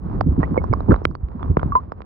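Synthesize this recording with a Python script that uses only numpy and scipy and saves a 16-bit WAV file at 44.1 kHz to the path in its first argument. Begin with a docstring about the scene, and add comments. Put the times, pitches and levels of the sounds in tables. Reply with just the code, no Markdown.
"""A low underwater rumble: the current of a shallow river pushes on a camera housing and surges in gulps.
Pebbles knock and tick on the bed over a wash of grit, and one stone clacks close by.
Bubbles ring as they pinch off, a few rising in pitch as they die away.
The left port hears the river a little later and duller than the right; a limiter holds down the peaks."""
import sys
import numpy as np
from scipy import signal
from scipy.fft import rfft, irfft, next_fast_len
from scipy.io import wavfile
from scipy.ndimage import uniform_filter1d, minimum_filter1d

SR = 44100
rng = np.random.default_rng(int(sys.argv[2]) if len(sys.argv) > 2 else 0)


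def materialize(psi):
    """Save the field psi as 16-bit PCM at rate SR to the path in sys.argv[1].

    A 1-D psi becomes a single channel; in a 2-D psi each row is a channel.
    """
    bounded = np.clip(np.atleast_2d(psi).T, -1, 1)
    quanta = np.round(bounded * 32767).astype(np.int16)
    wavfile.write(sys.argv[1], SR, quanta)


N = 90404


def undb(db):
    """Decibels to gain."""
    return 10 ** (np.asarray(db) / 20)


def unit(x):
    """Scale to rms 1."""
    return x / np.sqrt(np.mean(x ** 2) + 1e-20)


def add(out, at, x):
    """Mix x into out, starting at a time in seconds."""
    i = max(int(at * SR), 0)
    out[i:i + len(x)] += x[:max(len(out) - i, 0)]


def gains(curve, size):
    """Gain per frequency bin from an EQ curve of (Hz, dB) points."""
    hz, db = np.array(curve, float).T
    return undb(np.interp(np.log(np.fft.rfftfreq(size, 1 / SR) + 1), np.log(hz), db))


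def colour(x, curve):
    """Filter x through an EQ curve."""
    size = next_fast_len(len(x) + 4096)
    return irfft(rfft(x, size) * gains(curve, size), size)[:len(x)]


def wobble(per_second):
    """A smooth random drift of rms 1."""
    hold = int(SR / per_second)
    steps = np.repeat(rng.standard_normal(N // hold + 1), hold)
    return unit(uniform_filter1d(uniform_filter1d(steps, hold), hold)[:N])


# The left port against the right. Each row: frequency in Hz, gain in dB, phase lag in radians.
LEFT_PORT = [(40, -2.8, 0.3), (150, -2.8, 0.5), (330, -7, .75), (450, -10, 1.4), (640, -13, 2.5),
             (800, -9.5, 3.4), (1000, -3.5, 4.4), (1300, -8.5, 4.9), (2100, -14, 5.8), (2400, -26, 5),
             (2900, -16, 3), (4630, -23.5, 5.5), (9210, -4, 7.5)]
def ports(x):
    """Mono to stereo: the housing's left port hears x later and duller, the right hears it as it is."""
    size = next_fast_len(N + 4096)
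    hz, db, lag = np.array(LEFT_PORT).T
    delay = np.exp(-1j * np.interp(np.fft.rfftfreq(size, 1 / SR), hz, lag))
    left = irfft(rfft(x, size) * gains(list(zip(hz, db)), size) * delay, size)[:N]
    return np.array([left, x])


def wide_noise(curve, width):
    """Coloured noise at both ports, widened by a second noise that reaches the left alone."""
    stereo = ports(unit(colour(rng.standard_normal(N), curve)))
    stereo[0] += width * unit(colour(rng.standard_normal(N), curve))
    return stereo


# The tone of the rumble and of the wash. Each row: frequency in Hz, gain in dB.
RUMBLE_EQ = [(20, -21.5), (35, -4), (65, 3.5), (120, -5.5), (200, -9), (320, -14), (500, -23), (900, -41),
             (2000, -76.5), (12000, -120)]
WASH_EQ = [(150, -18), (400, -1.5), (700, 3), (1100, 0.5), (1500, -11), (2100, -22.5), (3000, -32),
           (5000, -39.5), (9000, -63.5)]
# Fader moves of the flow. 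Each row: time in seconds, rumble fader in dB, wash fader in dB.
FLOW_FADERS = [(0.0, -35.5, -50.5), (0.14, -25, -38), (0.26, -26.5, -48.5), (0.41, -25.5, -36.5),
               (0.49, -27, -41), (0.55, -26.5, -37.5), (0.68, -28, -44), (0.8, -25, -39.5),
               (0.87, -26.5, -40.5), (0.94, -28, -33), (1.01, -33, -44), (1.09, -29.5, -53.5),
               (1.15, -38.5, -54), (1.33, -37, -47.5), (1.45, -27.5, -41), (1.55, -32.5, -45.5),
               (1.62, -26, -40.5), (1.77, -36, -44), (1.91, -38, -51.5), (2.03, -42.5, -54)]
def current():
    """The bed of the mix: water rumbles on the housing under a wash of tiny bubbles and grit."""
    t = np.arange(N) / SR
    times, rumble_db, wash_db = np.array(FLOW_FADERS).T
    rumble = wide_noise(RUMBLE_EQ, width=0.65)
    rumble *= undb(np.interp(t, times, rumble_db) + 3.5 + wobble(18))
    grains_per_s, grain_spread_db = 140, 5.5
    grains = (rng.random(N) < grains_per_s / SR) * rng.choice([-1, 1], N)
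    grains = grains * undb(grain_spread_db * np.minimum(rng.exponential(size=N), 2.6))
    grit = ports(unit(colour(grains, WASH_EQ))) * undb(-3.5)
    fizz = wide_noise(WASH_EQ, width=0.56) * undb(-0.5 + 2 * wobble(30))
    wash = signal.sosfilt(signal.butter(4, 10000, fs=SR, output="sos"), fizz + grit)
    return rumble + wash * undb(np.interp(t, times, wash_db))


def thump(hz, t60, attack_s=0.0039):
    """A soft push of water that rocks the housing for a few cycles."""
    t = np.arange(int(2 * t60 * SR)) / SR
    attack = 1 - np.exp(-(t / attack_s) ** 2)
    return np.sin(2 * np.pi * hz * t) * attack * np.exp(-np.log(1000) * t / t60)


# Gulps of the current. Each row: start in seconds, length in seconds, level in dB, centre in Hz.
SURGES = [(.04, .04, -25, 150), (0.25, .036, -15.5, 150), (0.262, .036, -19, 210), (0.308, 0.024, -20, 140),
          (0.366, .05, -13, 175), (0.488, 0.062, -21, 161.6), (0.699, .03, -13, 153.4),
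          (0.877, 0.061, -6, 221), (1.084, .035, -24.5, 143), (1.342, 0.033, -28, 160),
          (1.492, .03, -17.5, 165), (1.643, .04, -22.5, 132), (1.691, 0.029, -31.5, 202)]
# Shoves of water. Each row: start in seconds, pitch in Hz, level in dB, seconds to fade by 60 dB.
THUMPS = [(0.287, 65.4, -2.5, 0.14), (0.385, 190, -6, .04), (0.695, 65, -7, .10), (0.926, 52.15, -1, .10),
          (1.064, 80, -11, 0.13), (1.231, 60.5, -6, 0.091), (1.496, 81.9, 0.5, 0.1), (1.569, 150, 5, 0.028),
          (1.727, 75.3, -18.5, 0.18), (1.824, 69.7, -15, 0.041)]
def eddies(width=0.5):
    """Turbulence swells in short gulps, partly different at each port, and shoves the housing."""
    shared, left_only = np.zeros(N), np.zeros(N)
    for at, length, db, hz in SURGES:
        size = int(length * SR)
        curve = [(hz / 8, -9), (hz, 0), (2 * hz, -9.33), (32 * hz, -126)]
        swell = np.sin(np.pi * np.arange(size) / size) ** 1.5
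        for track in (shared, left_only):
            swirl = colour(rng.standard_normal(N // 8), curve)[2000:2000 + size]
            add(track, at, undb(db) * unit(swirl * swell))
    for at, hz, db, t60 in THUMPS:
        add(shared, at, undb(db) * thump(hz, t60))
    stereo = ports(shared)
    stereo[0] += width * ports(left_only)[0]
    return stereo


def bubble(hz, life, octaves, attack_s=0.00076, fade_db=14, choke_db=47.5):
    """One bubble: a steadily fading sine that climbs and chokes as it nears the surface."""
    t = np.arange(int(life * SR)) / SR
    age = t / life
    pitch = hz * 2 ** (octaves * age ** 4)
    attack = 1 - np.exp(-(t / attack_s) ** 2)
    fade = undb(-fade_db * age - choke_db * age ** 2)
    return np.sin(2 * np.pi * np.cumsum(pitch) / SR) * attack * fade


# Bubble clusters. Each row: start in seconds, length in seconds, level in dB, middle pitch in Hz.
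GURGLES = [(0.554, .02, -29.5, 817), (.884, 0.019, -26.5, 789), (0.905, 0.018, -20, 1336),
           (.91, .022, -18.5, 483), (0.927, .035, -40, 1123), (1.388, .07, -41, 1002)]
def gurgles(count=12, life_s=0.012, spread_octaves=0.3):
    """Small bubbles pinch off in quick runs, scattered in timing, pitch and strength."""
    out = np.zeros(N)
    for at, length, db, hz in GURGLES:
        cluster = np.zeros(int((length + life_s) * SR))
        for k, (jitter, detune, strength) in enumerate(rng.uniform(-0.9, 1, size=(count, 3))):
            blip = bubble(hz * 2 ** (spread_octaves * detune), life_s, octaves=0.2)
            add(cluster, length * (k + 0.5 + jitter / 2) / count, undb(3.2 * strength) * blip)
        add(out, at, undb(db) * unit(cluster))
    return ports(out)


# Single bubbles. Each row: start in seconds, pitch in Hz, level in dB, life in seconds,
# rise over that life in octaves, trim at the left port in dB.
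BUBBLES = [(0.2104, 814, -0.5, 0.009, 0.055, -13), (.21, 4850, -27.5, 0.0064, 0.024, -2.5),
           (1.766, 4650, -43.5, 0.0081, .02, -5.5), (.431, 1907, -20, 0.036, 2.4, -6.5),
           (.576, 505, -4.5, .026, .1, 2), (.577, 2185, -18, .033, .05, -4),
           (.641, 1070, -15.5, .016, .1, -7.5), (0.727, 2200, -30, .025, .05, 0.5),
           (.7358, 1096, -6, .014, .1, -9), (0.735, 5020, -34, .009, .02, -2),
           (.64, 5450, -42, .006, .02, -3), (.805, 3950, -43, .007, .02, -3),
           (.962, 3900, -42, .008, .02, -3), (1.043, 5550, -44, .03, .02, -9),
           (1.152, 4600, -42, 0.014, .02, -3.5), (1.429, 3430, -37, 0.009, .05, 6.5),
           (1.596, 3230, -41, .011, .03, -3), (1.594, 1390, -18.5, .014, .1, -14.5),
           (1.7206, 1118, -14, .046, 1.3, 2.5), (1.7524, 1014, -4, 0.07, .85, 4),
           (1.92, 1000, -23, .014, .05, 4), (1.92, 4980, -49, 0.014, .02, 3)]
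def bubbles():
    """Lone bubbles ring as they pinch off, each with its own balance between the ports."""
    left, right = np.zeros(N), np.zeros(N)
    for at, hz, db, life, octaves, left_db in BUBBLES:
        ring = undb(db) * bubble(hz, life, octaves)
        add(right, at, ring)
        add(left, at, ring * undb(left_db))
    return np.array([ports(left)[0], right])


PRE_ROLL = 512  # samples ahead of each stone's hit
def contact(curve, sharpness=0.54, sag_cycles=0.852, size=4096):
    """A stone's hit heard through the housing: a couple of cycles that fall in pitch."""
    # Folding the cepstrum gives the phase of the hardest attack this EQ curve allows.
    cepstrum = irfft(np.log(gains(curve, size)))
    cepstrum[1:size // 2] *= 2
    cepstrum[size // 2 + 1:] = 0
    log_spectrum = rfft(cepstrum)
    sag = 2 * np.pi * sag_cycles * np.log(1 + np.fft.rfftfreq(size, 1 / SR) / 150)  # lows arrive late
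    phase = sharpness * log_spectrum.imag - sag  # sharpness 1 hits at once, 0 swells in
    hit = np.roll(irfft(np.exp(log_spectrum.real + 1j * phase)), PRE_ROLL)
    return hit / np.abs(hit).max()


# Knocks on the bed. Each row: time in seconds, level in dB, then three EQ gains in dB:
# thud at 450 Hz, clack at 2.3 kHz, tick at 4.8 kHz.
KNOCKS = [(0.2095, -4, -3, -22.5, -32.5), (0.4302, -5.5, 4, -22.5, -63), (0.4367, -11.5, 0.5, -18.5, -62.5),
          (0.477, -23, 6, -36, -52), (0.544, -17, 5, -32, -50), (0.559, -18, 5, -32, -50),
          (0.568, -11, 5.5, -33, -46), (0.576, -1, 20, -16, -40.5), (0.617, -18, 6, -45, -51.5),
          (0.64, -12, 6, -46, -33), (0.729, -6, 19.5, -25.5, -43), (0.736, -9, -1.5, -38.5, -30),
          (0.805, -12, 8, -39.5, -35), (0.911, -8, -6.5, -21, -50), (0.9218, -9.5, 4.5, -21.5, -35),
          (0.942, -4.5, -2, -23, -55), (0.961, -14, 3, -29, -36), (1.017, -16.5, 16.5, -44.5, -45.5),
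          (1.112, -27.5, -11.5, -59, -29.5), (1.1517, -17, -5, -24, -31.5), (1.286, -33, 0, -14, -30),
          (1.429, -15, -1.5, -21, -40), (1.459, -25, -2, -26, -48), (1.5693, 7.5, 11, -17, -45),
          (1.595, -19, -14.5, -17, -40), (1.615, -22, -3, -28, -52), (1.6302, -7, 4, -29, -41),
          (1.721, -23.5, -28.5, -24.5, -57), (1.7535, -9, 3, -25.5, -41), (1.758, -12, 3, -25, -39),
          (1.9198, -11, 1.5, -27, -42), (1.987, -36.5, 11, -24, -45), (2.005, -21.5, 5, -26, -48),
          (2.019, -26, -2, -9, -25)]
def pebbles():
    """Pebbles knock together further off, each with its own tone around the housing's 1.1 kHz ring."""
    out = np.zeros(N)
    for at, db, thud, clack, tick in KNOCKS:
        curve = [(30, thud - 53.5), (170, thud - 9.5), (450, thud), (800, thud / 2 + 2),
                 (1100, 1.5), (1500, -9), (2300, clack), (3300, (clack + tick) / 2 - 1),
                 (4800, tick), (6300, tick - 20), (10000, tick - 38), (17000, tick - 40)]
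        add(out, at - PRE_ROLL / SR, undb(db) * contact(curve))
    return ports(out)


# The bright tone of the close stone. Each row: frequency in Hz, gain in dB.
CLACK_EQ = [(30, -20), (200, 2), (470, 1), (1300, 0), (2330, -5), (3200, -10.5), (4200, -20), (5100, -26),
            (6200, -42), (7200, -39), (16000, -50)]
# Its strike. Each row: time in seconds, level in dB.
CLACKS = [(1.0526, 3.5)]
def close_stone(echo_s=0.0011, echo_db=-6):
    """A stone clacks close by; the surface mirrors it back a moment later with its polarity flipped."""
    out = np.zeros(N)
    hit = contact(CLACK_EQ)
    for at, db in CLACKS:
        start = at - PRE_ROLL / SR
        add(out, start, undb(db) * hit)
        add(out, start + echo_s, -undb(db + echo_db) * hit)
    return ports(out)


def scene():
    """The river as the two ports hear it: moving water, bubbles, and stones in front."""
    stones = pebbles() + close_stone()
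    stones[0] *= undb(0.5)  # left trim
    return current() + eddies() + gurgles() + bubbles() + stones


def record(dry, ceiling=0.96, limiter_s=0.004, bottom_hz=26, top_hz=16300):
    """The recorder cuts the deepest bass, ducks the loudest peaks and cuts the top."""
    x = signal.sosfilt(signal.butter(2, bottom_hz, "high", fs=SR, output="sos"), dry)
    window = int(limiter_s * SR)
    duck = minimum_filter1d(ceiling / np.maximum(np.abs(x), ceiling), 2 * window)
    limited = x * uniform_filter1d(uniform_filter1d(duck, window), window)
    return signal.sosfilt(signal.ellip(8, 0.2, 70, top_hz, fs=SR, output="sos"), limited)


dry = scene()
out = record(dry)
materialize(out)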